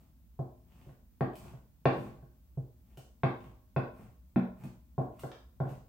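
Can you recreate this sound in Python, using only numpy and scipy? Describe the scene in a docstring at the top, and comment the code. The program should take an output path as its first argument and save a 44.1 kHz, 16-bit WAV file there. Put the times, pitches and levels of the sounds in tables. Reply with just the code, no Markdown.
"""A glue stick is dabbed on a small hollow cardboard box held in one hand, in a quiet, fairly bare room.
Dabs are filtered blows that set sine modes of the box's air and board ringing; some boom its wide wall.
Drags are swelling noise of stick-slip clicks; peels are noise bursts that fade into a sticky crackle.
A hard rim ticks once. Two microphones hear it in stereo, with a diffuse room tail on the contact sounds,
over low rumble, a faint hum and thin hiss."""
import sys
import numpy as np
from scipy import signal
from scipy.fft import rfft, irfft
from scipy.io import wavfile

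SR = 44100
rng = np.random.default_rng(int(sys.argv[2]) if len(sys.argv) > 2 else 0)


def persist_wave(psi):
    """Save psi, clipped to +-1, as 16-bit WAV."""
    counts = np.round(np.clip(psi, -1, 1) * 32767).astype(np.int16)
    wavfile.write(sys.argv[1], SR, np.atleast_2d(counts).T)


N = 259308

# Rumble spectrum of the still room: (frequency [Hz], relative level [dB])
RUMBLE_SPECTRUM = [(12, -41.5), (28, -37.5), (40, -5.5), (52, -1), (64, 5), (85, -11.5), (130, -13.5),
                   (240, -14.5), (400, -34), (800, -36), (1600, -42.5), (4000, -45), (11000, -45.5),
                   (16000, -34)]
# Likeness of the room's sound at the two microphones: (frequency [Hz], correlation [-1 to 1])
MICROPHONE_LIKENESS = [(60, 0.91), (150, 0.82), (280, 0.91), (500, .55), (1000, 0.33), (2000, -0.0096),
                       (4000, 0), (12000, -0.12)]
# Reverberation time of the room: (frequency [Hz], time to fall 60 dB [s])
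ROOM_T60 = [(150, 0.49), (400, 0.52), (1000, 0.59), (2500, 0.51), (6000, 0.66), (14000, 0.16)]
# Blows on the middle of the wide wall that make it boom: (time [s], level [dB])
BOOMS = [(4.360, 9.5), (4.642, -12)]
# Resonances of the wide wall: (frequency [Hz], relative level [dB], time to fall 60 dB [s])
WALL_MODES = [(187.4, 2.5, 0.4), (239, 3.5, 0.14), (230.9, 2, 0.35), (245, 4, 0.29), (304.5, -1, 0.13),
              (351, -20.5, 0.42)]
# The stick's hard rim on an edge of the card: (time [s], level [dB])
RIM_CLICKS = [(5.3163, -23.5)]
# Spectrum of the rim click: (frequency [Hz], relative level [dB])
RIM_SPECTRUM = [(400, -15), (1150, 5), (1600, 2.5), (2200, -6), (2900, 2), (4200, -11), (6000, -14),
                (9000, -30)]
# Tacky glue letting go: (time [s], snap level [dB], length of the peel that follows [s])
SNAPS = [(1.333, -41, .01), (1.354, -28.5, 0.18), (2.972, -29.5, 0.0088), (4.611, -61, .01),
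         (4.6366, -34, 0.037), (5.193, -27.5, 0.12), (5.691, -34.5, 0.013), (5.753, -46, .01)]
# High, crackly spectrum of the peels, the drag crackle and the fizz: (frequency [Hz], relative level [dB])
CRACKLE_SPECTRUM = [(1000, -23), (3500, -2.5), (6500, -2.5), (8300, 3), (10500, -3.5), (13000, 4),
                    (15500, -1)]
# Spectrum of scraped paper and flicked card: (frequency [Hz], relative level [dB])
SCRAPE_SPECTRUM = [(300, -23), (900, 7.5), (1600, -7), (2900, 3.5), (4200, -11.5), (6500, -13.5),
                   (10000, -25), (16000, -26.5)]
# The stick dragged over the card: (start [s], end [s], pressure [dB]); a negative start is already under way
DRAGS = [(-.06, 0.044, -0.5), (0.638, 0.965, -5), (1.334, 1.563, 4.5), (1.89, 2.129, 9),
         (2.835, 2.994, -11), (3.34, 3.506, -2), (3.918, 4.096, 2.5), (4.562, 4.693, 3.5),
         (5.113, 5.299, -0.5), (5.646, 5.763, 5.5)]
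# Spectrum of the juddering board: (frequency [Hz], relative level [dB])
JUDDER_SPECTRUM = [(50, -8), (130, 12), (260, -1), (500, -10), (750, -9.5), (1100, -13), (1600, -20),
                   (2500, -20.5), (5000, -61.5)]
# Dabs and softer bumps: (time [s], strength [dB], contact cut-off [Hz], hollowness [dB]);
# a high cut-off is a hard touch; hollowness raises or lowers the low ring of the enclosed air
TAPS = [(0.3912, -5.5, 786, 2), (0.863, -21.5, 496, -7), (0.891, -30, 1440, 2.5), (1.2085, 2.5, 1900, -1),
        (1.451, -23, 1280, -9), (1.534, -25, 1120, 4), (1.8553, 9, 2990, -2.5), (1.982, -7, 420, -6),
        (2.075, -22.5, 1100, -1), (2.225, -26.5, 844, 1), (2.573, -13.5, 702, 9), (2.973, -22, 1060, -2),
        (3.2342, 5.5, 2370, 0), (3.457, -28.5, 916, -0.5), (3.7633, 2.5, 2340, .5), (4.360, -0.5, 2060, -1),
        (4.637, -20.5, 1170, 6), (4.98, 0, 1010, 1), (5.010, -8.5, 890, -27), (5.2352, -7.5, 1300, -4),
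        (5.602, -2.5, 1280, 3), (5.654, -12.5, 1030, 0.5), (5.714, -27, 760, 9.5)]
# Resonances of the enclosed air: (frequency [Hz], relative level [dB], time to fall 60 dB [s])
AIR_MODES = [(106.2, 1, 0.17), (112.8, -12, 1), (131.3, 12, 0.25), (153.6, 8.5, 0.11)]
# Resonances of the board: (frequency [Hz], relative level [dB], time to fall 60 dB [s])
BOARD_MODES = [(190, -4, 0.43), (253.7, -4, 0.77), (260.2, -3.5, 0.49), (291.9, 1.5, 0.2),
               (308.7, -2.5, 0.44), (354.3, 4.5, 0.47), (384.4, 2, 0.37), (420.3, -3, 0.31),
               (459.4, 2, 0.29), (448, -6, 0.58), (480.4, -2, 0.099), (518.3, 0, 0.29), (545, 5.5, 0.13),
               (567, -14, 0.17), (697, -10, 0.26), (625, -14, 1), (665.3, 8.5, 0.27), (699, 8, 0.12),
               (730, -17, 0.11), (740, -12, 0.2), (795, -1, 0.28), (805.5, -2, 0.46), (970, -10.5, 0.24),
               (978, -11.5, 0.53), (1067, -13, 0.58), (1083, -5.5, 0.23), (1089, -9.5, 0.64),
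               (1128, -13, 0.57), (1230, -31.5, 0.28)]
# Spectrum of the dry knock on the board: (frequency [Hz], relative level [dB])
KNOCK_SPECTRUM = [(60, -23), (130, -11), (260, 2), (400, -0.5), (530, 2), (740, 2), (900, -11), (1080, -1),
                  (1250, -14), (1480, -7), (1800, -16.5), (2600, -11.5), (3600, -36.5), (7000, -19.5)]
# Spectrum of crunching paper: (frequency [Hz], relative level [dB])
CRUNCH_SPECTRUM = [(700, -15), (1500, 12), (2600, -4), (3400, 4), (4800, -3.5), (6500, -18.5),
                   (9000, -25.5), (16000, -29.5)]

RUMBLE_DB, HUM_DB, HUM_HZ = -59.5, -70, 57.6
RECORDER_TOP_HZ = 15800
# card flick and peeling crackle, relative to the snap
FLICK_DB, PEEL_DB = -1, -35.5
# levels at pressure 0; judder follows pressure fully, the surface noises by SURFACE_SLOPE dB per dB
JUDDER_DB, SCRAPE_DB, CRACKLE_DB, SURFACE_SLOPE = -55.5, -73.5, -74, 0.6
# enclosed air and paper respond less than in proportion to the blow: dB at strength 0, dB per dB
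AIR_DB, AIR_SLOPE = 1.5, 0.83
CRUNCH_DB, CRUNCH_SLOPE = -28, 0.5
# touches harder than this contact cut-off crunch more
CRUNCH_DB_PER_OCTAVE, SOFT_TOUCH_HZ = 6.5, 1030
# the light paper skin follows a blow this many times higher than the board
CRUNCH_REACH = 1.62


def undb(db):
    """Decibels to gain."""
    return 10 ** (np.asarray(db) / 20)


def unit(x):
    """Scale to a mean energy of one per channel."""
    energy = np.sum(x ** 2, axis=-1)
    return x / np.sqrt(np.mean(energy))


def along(points, hz):
    """Read (frequency, value) points on a log-frequency axis."""
    f, value = np.transpose(points)
    return np.interp(np.log(hz + 1e-3), np.log(f), value)


def add(track, s, x):
    """Mix x into the track from time s, trimming what falls outside."""
    start = int(s * SR)
    first = max(start, 0)
    x = x[max(-start, 0):N - first]
    track[first:first + len(x)] += x


def through(x, response):
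    """Play x through an impulse response."""
    return signal.fftconvolve(np.atleast_2d(x), np.atleast_2d(response), axes=-1)[:, :N]


def colour(points, size=2048):
    """Minimum-phase impulse response with the given spectrum, so no sound precedes the touch."""
    level_db = along(points, np.fft.rfftfreq(size, 1 / SR))
    cepstrum = irfft(np.log(undb(level_db)))
    # fold the cepstrum forward in time to make the response causal
    cepstrum[1:size // 2] *= 2
    cepstrum[size // 2 + 1:] = 0
    return unit(irfft(np.exp(rfft(cepstrum))))


def diffuse(size):
    """Spectra of diffuse noise at two microphones: alike in the bass, unrelated in the treble."""
    hz = np.fft.rfftfreq(size, 1 / SR)
    mid, side = np.exp(2j * np.pi * rng.random((2, len(hz))))
    alike = np.clip(along(MICROPHONE_LIKENESS, hz), -0.99, 0.99)
    opposite = np.array([[1], [-1]])
    return hz, mid * np.sqrt(1 + alike) + side * np.sqrt(1 - alike) * opposite


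def ring(modes, build_s, stagger, spacing_s):
    """Decaying sines that build up as the sound spreads, each from its own side of the microphones."""
    t = np.arange(SR) / SR
    waves = 0
    for k, (hz, db, t60) in enumerate(modes):
        lag = rng.choice([-1, 1]) * spacing_s * np.array([[1], [-1]])
        cycles = hz * (t + lag) - k * stagger  # each mode a little behind the last
        waves = waves + undb(db - 60 * t / t60) * np.sin(2 * np.pi * cycles)
    return unit(waves * (1 - np.exp(-t / build_s)))


def burst(decay_s):
    """A scatter of tiny contacts, made of noise that swells at once and dies away."""
    t = np.arange(SR // 10) / SR
    swell = 1 - np.exp(-t / 0.00062)
    return unit(rng.standard_normal(len(t)) * np.exp(-t / decay_s) * swell)


def slips(per_s, spread_db):
    """Dense stick-slip clicks of very unequal size, rms one."""
    chance, size, sign = rng.random(N), rng.exponential(size=N), rng.choice([-1, 1], N)
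    clicks = (chance < per_s / SR) * sign * undb(spread_db * np.minimum(size, 5))
    return np.sqrt(N) * unit(clicks)


def cushioned(x, contact_hz, order=4):
    """Soft glue cushions a blow and takes its treble away."""
    return signal.sosfilt(signal.butter(N=order, Wn=contact_hz, fs=SR, output="sos"), x)


def background(shelf_hz=12200, shelf_db=-83):
    """Low room rumble and hum, with a thin microphone hiss at the very top."""
    hz, field = diffuse(N)
    rumble = undb(RUMBLE_DB) * unit(irfft(field * undb(along(RUMBLE_SPECTRUM, hz)), N))
    _, hiss_field = diffuse(N)
    shelf = 1 + np.tanh((hz - shelf_hz) / 400)
    hiss = undb(shelf_db) * unit(irfft(hiss_field * shelf, N))
    hum = undb(HUM_DB) * unit(np.sin(2 * np.pi * HUM_HZ * np.arange(N) / SR))
    return np.sqrt(N) * (rumble + hiss + hum)  # from unit energy to unit rms


def room(x, direct_db=-3, gap_s=0.0036, early_db=-1, early_s=0.14):
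    """Direct sound, then a diffuse tail whose first reflections, off floor and furniture, are strongest."""
    t = np.arange(SR) / SR
    hz, field = diffuse(SR)
    centres = np.log([f for f, _ in ROOM_T60])
    tail = 0
    # each row of the identity picks one overlapping band with its own decay
    for share, (_, t60) in zip(np.eye(len(centres)), ROOM_T60):
        band = irfft(field * np.interp(np.log(hz + 1), centres, share), SR)
        tail = tail + band * undb(-60 * t / t60)
    onset = 1 - np.exp(-(t / gap_s) ** 2)
    early = 1 + undb(early_db) * np.exp(-(t / early_s) ** 4)
    response = unit(tail * onset * early)
    response[:, 0] += undb(direct_db)
    return through(x, unit(response))


def booms():
    """The wide wall flexes like a drumhead: each blow sets its modes ringing."""
    blows = np.zeros(N)
    for s, db in BOOMS:
        add(blows, s, undb([db]))
    return through(blows, ring(WALL_MODES, build_s=0.00067, stagger=0.27, spacing_s=0.0001))


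def rim_clicks():
    """Hard plastic meets the card: a short dry tick without a thump."""
    clicks = np.zeros(N)
    for s, db in RIM_CLICKS:
        add(clicks, s, undb(db) * burst(decay_s=0.0021))
    return through(clicks, colour(RIM_SPECTRUM))


def snaps():
    """Threads of glue break in a quick burst, the card springs back and the rest peels in a fading crackle."""
    snap, flick, peel = np.zeros((3, N))
    for s, db, peel_s in SNAPS:
        add(snap, s, undb(db) * burst(decay_s=0.036))
        add(flick, s, undb(db + FLICK_DB) * burst(decay_s=0.0033))
        fade = np.cos(np.linspace(0, np.pi / 2, max(int(peel_s * SR), 2)))
        add(peel, s, undb(db + PEEL_DB) * fade)
    crackle = peel * slips(per_s=1700, spread_db=3.5)
    return through(flick, colour(SCRAPE_SPECTRUM)) + through(snap + crackle, colour(CRACKLE_SPECTRUM))


def drags():
    """Each stroke swells and eases: with pressure the board judders, its paper scrapes and the glue crackles."""
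    pressed, surface = np.zeros((2, N))
    for start, end, pressure_db in DRAGS:
        speed = np.sin(np.linspace(0, np.pi, max(int((end - start) * SR), 2)))
        add(pressed, start, undb(pressure_db) * speed)
        add(surface, start, undb(SURFACE_SLOPE * pressure_db) * speed)
    judder = through(pressed * slips(per_s=830, spread_db=4.0), colour(JUDDER_SPECTRUM))
    scrape = through(surface * slips(per_s=600, spread_db=6), colour(SCRAPE_SPECTRUM))
    crackle = through(surface * slips(per_s=2800, spread_db=1.5), colour(CRACKLE_SPECTRUM))
    return undb(JUDDER_DB) * judder + undb(SCRAPE_DB) * scrape + undb(CRACKLE_DB) * crackle


def taps(knock_db=-2.5, ring_db=-2, rattle_db=-5, fizz_db=-42.5, fizz_slope=0.4):
    """Dabs on the box: returns the dry knock and crunch with a faint high fizz, and the ring of air and board."""
    knock, board, air, crunch, fizz = np.zeros((5, N))
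    push = signal.unit_impulse(SR // 10)
    for s, db, contact_hz, hollow_db in TAPS:
        blow = unit(push + undb(rattle_db) * burst(decay_s=0.0023))
        add(knock, s, undb(db) * cushioned(blow, contact_hz))
        add(board, s, undb(db) * cushioned(push, contact_hz))
        add(air, s, undb([AIR_DB + AIR_SLOPE * db + hollow_db]))
        # the paper gives
        hardness_octaves = np.log2(contact_hz / SOFT_TOUCH_HZ)
        crunch_db = CRUNCH_DB + CRUNCH_SLOPE * db + CRUNCH_DB_PER_OCTAVE * hardness_octaves
        paper = cushioned(burst(decay_s=0.0051), CRUNCH_REACH * contact_hz, order=2)
        add(crunch, s, undb(crunch_db) * paper)
        # a faint high fizz with each dab
        add(fizz, s, undb(fizz_db + fizz_slope * db) * burst(decay_s=0.025))
    air_ring = ring(AIR_MODES, build_s=0.0026, stagger=0.43, spacing_s=0.00018)
    board_ring = ring(BOARD_MODES, build_s=0.00066, stagger=0.2683, spacing_s=0.00014)
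    rings = through(air, air_ring) + undb(ring_db) * through(board, board_ring)
    contact = undb(knock_db) * through(knock, colour(KNOCK_SPECTRUM))
    contact += through(crunch, colour(CRUNCH_SPECTRUM))
    contact += through(fizz, colour(CRACKLE_SPECTRUM))
    return contact, rings


def scene():
    """Contact sounds heard across the room, with the ringing of the box and the background added."""
    contact, rings = taps()
    touches = contact + drags() + snaps() + rim_clicks()
    return room(touches) + rings + booms() + background()


def record(dry):
    """The recorder cuts the top with a steep low-pass."""
    low_pass = signal.ellip(10, 0.2, 80, RECORDER_TOP_HZ, fs=SR, output="sos")
    return signal.sosfilt(low_pass, dry)


dry = scene()
out = record(dry)
persist_wave(out)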